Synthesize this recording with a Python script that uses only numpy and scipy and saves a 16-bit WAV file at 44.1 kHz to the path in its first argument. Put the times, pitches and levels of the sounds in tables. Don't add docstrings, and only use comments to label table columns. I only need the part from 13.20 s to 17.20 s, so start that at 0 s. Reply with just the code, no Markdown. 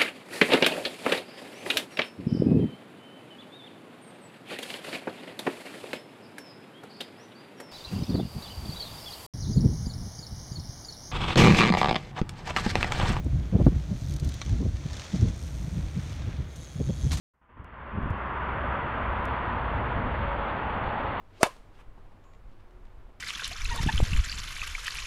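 import sys
import numpy as np
from scipy import signal
from scipy.fft import rfft, irfft
from scipy.io import wavfile

SR = 44100
rng = np.random.default_rng(int(sys.argv[2]) if len(sys.argv) > 2 else 0)


def put_to_file(sound):
    columns = np.atleast_2d(sound).T
    safe = np.clip(columns, -1, 1)
    whole_steps = np.round(safe * 32767)
    wavfile.write(sys.argv[1], SR, whole_steps.astype(np.int16))


N = 176400
T = np.arange(N) / SR


def from_db(db):
    return 10 ** (np.asarray(db) / 20)


def rms_one(x):
    return x / np.sqrt(np.mean(x ** 2) + 1e-20)


def in_time(rows):
    times, *columns = np.transpose(rows)
    return [np.interp(T, times, column) for column in columns]


# (frequency [Hz], relative level [dB])
MICROPHONE = [(330, 2), (450, 0), (620, -0.5), (2300, -1.5), (2850, -2), (3400, 2.5), (4300, 2),
              (4950, -1.5), (6000, 2.5), (6900, -1), (7700, -6.5), (9200, -6), (10400, -14.5),
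              (11500, -12.5), (15500, -20.5)]


def colour(x, spectrum):
    bin_hz = np.arange(N + 1) * SR / (2 * N)
    log_bins = np.log(np.maximum(bin_hz, 1))
    db = np.zeros(N + 1)
    for table in (spectrum, MICROPHONE):
        hz, level = np.transpose(table)
        db += np.interp(log_bins, np.log(hz), level)
    return irfft(rfft(x, 2 * N) * rms_one(from_db(db)))[:N]


def noise(spectrum):
    return colour(rng.standard_normal(N), spectrum)


def band(x, low, high, order=2):
    return signal.sosfilt(signal.butter(order, [low, high], "band", fs=SR, output="sos"), x)


def low_pass(x, top_hz):
    return signal.sosfilt(signal.butter(2, top_hz, fs=SR, output="sos"), x)


def drift(top_hz):
    return rms_one(low_pass(rng.standard_normal(2 * N), top_hz)[N:])


def bursts(rows):
    power = np.zeros(N)
    for start, db, t60 in rows:
        age = np.maximum(T - start, 0)
        power += (T >= start) * from_db(db - 60 * age / t60) ** 2
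    return np.sqrt(power) * rng.standard_normal(N)


def pings_of(clicks, t60):
    fade = np.exp(-np.log(1000) / (t60 * SR))
    loudness = signal.lfilter([1], [1, -fade], clicks + 1e-18)
    return loudness * rng.standard_normal(N)


# (time [s], base level of the rolling roar [dB], base level of the gritty hiss [dB])
TYRES = [(0, -58, -60.5), (.4, -53.5, -59), (.7, -57, -54), (1.0, -57, -54.5), (1.14, -53.5, -48.5),
         (1.27, -53, -50), (1.52, -58.5, -53), (1.65, -53, -50.5), (1.78, -48, -45.5), (2.02, -52.5, -46.5),
         (2.17, -56, -51.5), (2.72, -53.5, -55.5), (2.85, -51, -50), (3.1, -50, -56), (3.27, -55, -61.5),
         (3.55, -57.5, -59.5), (3.89, -55, -51)]
# (frequency [Hz], relative level per Hz [dB])
ROAR = [(200, -0.5), (600, 3), (1200, 5), (2300, 4.5), (3300, -2), (5000, -12.5), (12000, -51)]
HISS = [(1200, -8), (3200, -2), (6500, 1.5), (9000, -4), (15500, -16)]
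GRAINS_PER_S, GRAIN_SPREAD_DB, GRAIN_T60_S = 600, 2.8, 0.0089
ROAR_SMOOTH_DB, ROAR_GRIT_DB = -2, -6.5
HISS_SMOOTH_DB, HISS_GRIT_DB = -6, -9


def tyres():
    roar_db, hiss_db = in_time(TYRES)
    grain_hits = rng.random(N) < GRAINS_PER_S / SR
    grain_db = GRAIN_SPREAD_DB * np.minimum(rng.exponential(1, N), 4)
    grit = rms_one(pings_of(grain_hits * from_db(grain_db), GRAIN_T60_S))
    roar = from_db(ROAR_SMOOTH_DB) * rng.standard_normal(N) + from_db(ROAR_GRIT_DB) * grit
    hiss = from_db(HISS_SMOOTH_DB) * rng.standard_normal(N) + from_db(HISS_GRIT_DB) * grit
    return from_db(roar_db) * colour(roar, ROAR) + from_db(hiss_db) * colour(hiss, HISS)


# (time [s], level [dB])
STONES = [(1.121, -40), (1.250, -39), (1.262, -41), (1.294, -40), (1.663, -42.5), (1.732, -36.5),
          (1.753, -43), (1.768, -36.5), (1.796, -37), (1.811, -41), (1.843, -40), (1.958, -39),
          (2.011, -39), (2.085, -38)]
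# (frequency [Hz], relative level per Hz [dB])
STONE_COLOUR = [(300, -6), (1000, 0), (4000, 1), (7000, -1), (15500, -10)]
STONE_T60_S = 0.018


def stones():
    return colour(bursts([(s, db, STONE_T60_S) for s, db in STONES]), STONE_COLOUR)


def pawl_drops(coast, uneven_db=0.5):
    clicks_per_s, _ = in_time(coast)
    rolling = (T > coast[0][0]) & (T < coast[-1][0])
    teeth_passed = np.floor(np.cumsum(clicks_per_s) / SR)
    drops = np.diff(teeth_passed, prepend=0) * rolling
    return drops * from_db(uneven_db * rng.standard_normal(N))


def at_coast_level(x, coast):
    _, db = in_time(coast)
    coast_s = coast[-1][0] - coast[0][0]
    return from_db(db) * rms_one(x) * np.sqrt(coast_s * SR / N)


PAWL_T60_S = 0.013


def freewheel(coast, hub):
    clicks = pings_of(pawl_drops(coast), PAWL_T60_S)
    return colour(at_coast_level(clicks, coast), hub)


# (time [s], pawl clicks per second, level [dB])
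FIRST_COAST = [(.3, 80, -79), (.42, 93, -67), (.7, 121, -66.5), (.8, 140, -59), (.88, 90, -54.5)]
# (time [s], level [dB])
TICKS = [(.885, -46), (.896, -46), (.908, -43), (.922, -44), (0.938, -41.5), (0.963, -41.5), (.998, -39.5),
         (1.046, -39), (1.074, -47), (1.090, -38.5), (1.14, -39.5)]
# (frequency [Hz], relative level per Hz [dB])
FIRST_HUB = [(1200, -22), (3600, -1.5), (6100, -1), (9100, -0.5), (13700, 4), (15500, -6)]
TICK_T60_S = 0.03


def first_freewheel():
    ticks = bursts([(s, db, TICK_T60_S) for s, db in TICKS])
    return freewheel(FIRST_COAST, FIRST_HUB) + colour(ticks, FIRST_HUB)


# (time [s], pawl clicks per second, level [dB])
SECOND_APPROACH = [(2.14, 42.95, -59), (2.22, 93.2, -56.5), (2.35, 114.7, -60), (2.5, 113.8, -61),
                   (2.7, 102, -64), (2.97, 92.2, -61)]
# (frequency [Hz], relative level per Hz [dB])
SECOND_HUB_FAR = [(1200, -15), (5000, -4.5), (5900, 1), (7300, 0.5), (8800, 8), (9400, 1.5), (13300, 6.5),
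                  (15500, -7)]


def second_approach():
    return freewheel(SECOND_APPROACH, SECOND_HUB_FAR)


# (frequency [Hz], relative level [dB])
HUB_MODES = [(3300, -6.5), (3800, -8), (4480, -8), (5220, -9), (6280, -1), (6650, -3.5), (7050, -10),
             (10770, -14)]
HUB_T60_S, HUB_CONTACT_T60_S = 0.02, 0.006
HUB_WAVER_DB, HUB_WAVER_TOP_HZ = 2, 12


def hub_ring(coast):
    decay = from_db(-60 / (HUB_T60_S * SR))
    drops = pawl_drops(coast)
    ring = np.zeros(N)
    for hz, db in HUB_MODES:
        turn = 2 * np.pi * hz / SR
        waver = from_db(HUB_WAVER_DB * drift(HUB_WAVER_TOP_HZ))
        strike = pings_of(drops, HUB_CONTACT_T60_S)
        resonator = [1, -2 * decay * np.cos(turn), decay * decay]
        ring += waver * signal.lfilter([0, from_db(db) * np.sin(turn)], resonator, strike)
    return at_coast_level(ring, coast)


# (time [s], pawl clicks per second, base level [dB])
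SECOND_JUMP = [(3.28, 159.7, -65), (3.43, 157.8, -53), (3.49, 136.2, -55), (3.62, 125.4, -54.5),
               (3.77, 120.5, -52), (3.84, 128.6, -49), (3.91, 137.7, -50)]
# (frequency [Hz], relative level per Hz [dB])
SECOND_HUB_NEAR = [(2000, -26), (3500, -3), (5500, -12), (7500, 1.5), (10200, 3), (15500, -6)]
HUB_CLICK_DB, HUB_RING_DB = -8, -2


def second_jump():
    clicks = freewheel(SECOND_JUMP, SECOND_HUB_NEAR)
    return from_db(HUB_CLICK_DB) * clicks + from_db(HUB_RING_DB) * hub_ring(SECOND_JUMP)


# (time [s], level [dB], time to fall 60 dB [s],
# top of the crack [Hz], ring against crack [dB])
KNOCKS = [(1.2155, -29.5, 0.036, 5160, -5.5), (3.909, -35.5, .089, 6000, -17),
          (3.917, -31.5, 0.077, 14000, -14), (3.929, -32.5, 0.15, 14000, -20),
          (3.971, -37.5, 0.15, 14000, -11)]
# (frequency [Hz], relative level per Hz [dB])
FRAME = [(200, -4), (1150, 6), (1700, 4.5), (2300, 3.5), (4000, 3), (6000, 1.5), (7000, 5), (15500, 3.5)]
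# (frequency [Hz], relative level [dB], time to fall 60 dB [s])
FRAME_MODES = [(1141, -7, .075), (1680, -13, .06), (2300, -5, .05), (3644, -3, .07), (4081, -5, .05),
               (5895, 2, .023)]


def knocks():
    cracks, ring = np.zeros(N), np.zeros(N)
    for start, db, t60, top_hz, ring_db in KNOCKS:
        cracks += low_pass(bursts([(start, db, t60)]), top_hz)
        age = np.maximum(T - start, 0)
        for hz, mode_db, mode_t60 in FRAME_MODES:
            strength = from_db(db + ring_db + mode_db + rng.standard_normal())
            fade = np.exp(-np.log(1000) * age / mode_t60)
            ring += strength * fade * np.sin(2 * np.pi * hz * age)
    return colour(cracks, FRAME) + ring


# (time [s], level [dB], time to fall 60 dB [s])
PINGS = [(.045, -51, .023), (3.36, -48.5, 0.065)]


def metal_pings():
    return colour(bursts(PINGS), SECOND_HUB_FAR)


def bikes():
    freewheels = first_freewheel() + second_approach() + second_jump()
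    return tyres() + stones() + freewheels + knocks() + metal_pings()


SWELL_S = 0.04


def steady(x):
    window = np.hanning(int(2 * SWELL_S * SR))
    local_power = signal.fftconvolve(x ** 2, window / window.sum(), "same")
    return x / np.sqrt(local_power + 1e-9)


# (time [s], base level [dB])
WIND = [(0, -35.5), (.12, -25), (.27, -35), (.36, -25.5), (.5, -22), (.62, -33.5), (1.09, -32.5),
        (1.19, -47.5), (1.33, -23.5), (1.5, -35.5), (1.6, -41), (1.75, -35.5), (1.86, -50), (2.02, -25.5),
        (2.15, -35), (2.62, -35), (2.8, -35), (2.9, -38), (3.12, -37), (3.47, -46), (3.66, -31),
        (3.75, -36.5), (3.85, -32), (4.0, -28.5)]
# (frequency [Hz], relative level per Hz [dB])
RUMBLE = [(20, -43), (31, -23), (45, -3), (70, 2), (100, -8.5), (140, -7.5), (220, -32), (500, -74)]
FLUTTER = [(60, -30.5), (150, 2.5), (230, -5), (320, -9), (440, -24.5), (650, -22), (950, -41),
           (3000, -44.5)]
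RUMBLE_DB, FLUTTER_DB = 1.5, -10
EDDY_DB, EDDY_TOP_HZ = -2.5, 27
GUST_DB, GUST_TOP_HZ = 3, 9.9


def wind():
    wind_db, = in_time(WIND)
    rumble = from_db(RUMBLE_DB) * steady(noise(RUMBLE))
    lumps = from_db(EDDY_DB * drift(EDDY_TOP_HZ))
    flutter = from_db(FLUTTER_DB) * steady(noise(FLUTTER) * lumps)
    gusts = from_db(wind_db + GUST_DB * drift(GUST_TOP_HZ))
    return gusts * (rumble + flutter)


# (time [s], level [dB], half length [s], pitch of the swirl [Hz])
BUFFETS = [(0.066, -23.5, 0.0045, 141), (0.335, -21, .006, 171), (0.357, -14, 0.0082, 149),
           (0.407, -18, .012, 200), (0.477, -14, 0.0067, 115), (.523, -24, 0.0069, 137),
           (0.567, -20, 0.005, 88), (0.721, -26, 0.017, 169), (1.032, -26, 0.0069, 132),
           (1.334, -20.5, 0.017, 84), (1.421, -27, 0.014, 272), (1.458, -21.5, 0.0068, 163),
           (1.545, -25, 0.018, 81), (1.66, -24, 0.004, 126), (1.949, -23, .011, 188),
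           (2.031, -18.5, 0.015, 100), (2.06, -27, 0.03, 142), (2.479, -29.5, 0.007, 145),
           (2.572, -30.5, 0.029, 159), (2.777, -26, 0.016, 162), (3.083, -26.5, 0.01, 151),
           (3.202, -27.5, .012, 125), (3.563, -28, 0.0058, 123), (3.609, -21.5, 0.0072, 145),
           (3.7, -20.5, 0.0071, 160), (3.864, -24, .012, 136)]
SWIRL_LOW, SWIRL_HIGH = 0.542, 1.268
SKIRT_LOW, SKIRT_HIGH = 1.11, 3.37
SWIRL_SKIRT_DB, SKIRT_DB_PER_DB = -7, 0.57


def buffets():
    out = np.zeros(N)
    for centre, db, half_s, hz in BUFFETS:
        core = band(rng.standard_normal(N), SWIRL_LOW * hz, SWIRL_HIGH * hz, order=3)
        skirt = band(rng.standard_normal(N), SKIRT_LOW * hz, SKIRT_HIGH * hz, order=3)
        swirl = core + from_db(SWIRL_SKIRT_DB + SKIRT_DB_PER_DB * db) * skirt
        swell = np.exp(-.5 * np.minimum(np.abs(T - centre) / half_s, 10) ** 2)
        to_unit_power = np.sqrt(np.sum(swell ** 2) / np.sum((swell * swirl) ** 2))
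        out += from_db(db) * swell * swirl * to_unit_power
    return out


POP_AT_S, POP_HALF_S, POP_HZ, POP_DB = 0.468, 0.0016, 190, -1.5
WAKE_DB, WAKE_T60_S = -17, 0.032


def pop():
    age = T - POP_AT_S
    swing = np.sin(2 * np.pi * POP_HZ * age) * np.exp(-.5 * (age / POP_HALF_S) ** 2)
    wake = bursts([(POP_AT_S - POP_HALF_S, POP_DB + WAKE_DB, WAKE_T60_S)])
    # (frequency [Hz], relative level per Hz [dB])
    wake_colour = [(150, -24), (340, -5), (700, -1.5), (1000, -13.5), (1700, -25.5), (3000, -49), (5000, -70)]
    return from_db(POP_DB) * swing + colour(wake, wake_colour)


# (frequency [Hz], relative level per Hz [dB])
AIR = [(150, 3.5), (600, 10), (1000, 0.5), (2000, -3.5), (4000, -17.5), (15500, -5)]
AIR_DB = -54


def air():
    return from_db(AIR_DB) * noise(AIR)


def scene():
    return (bikes() + wind() + buffets() + pop() + air())[None]


CUTOFF_HZ = 15800


def record(dry):
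    steep_cut = signal.ellip(10, .2, 80, CUTOFF_HZ, fs=SR, output="sos")
    return signal.sosfilt(steep_cut, dry)


dry = scene()
out = record(dry)
put_to_file(out)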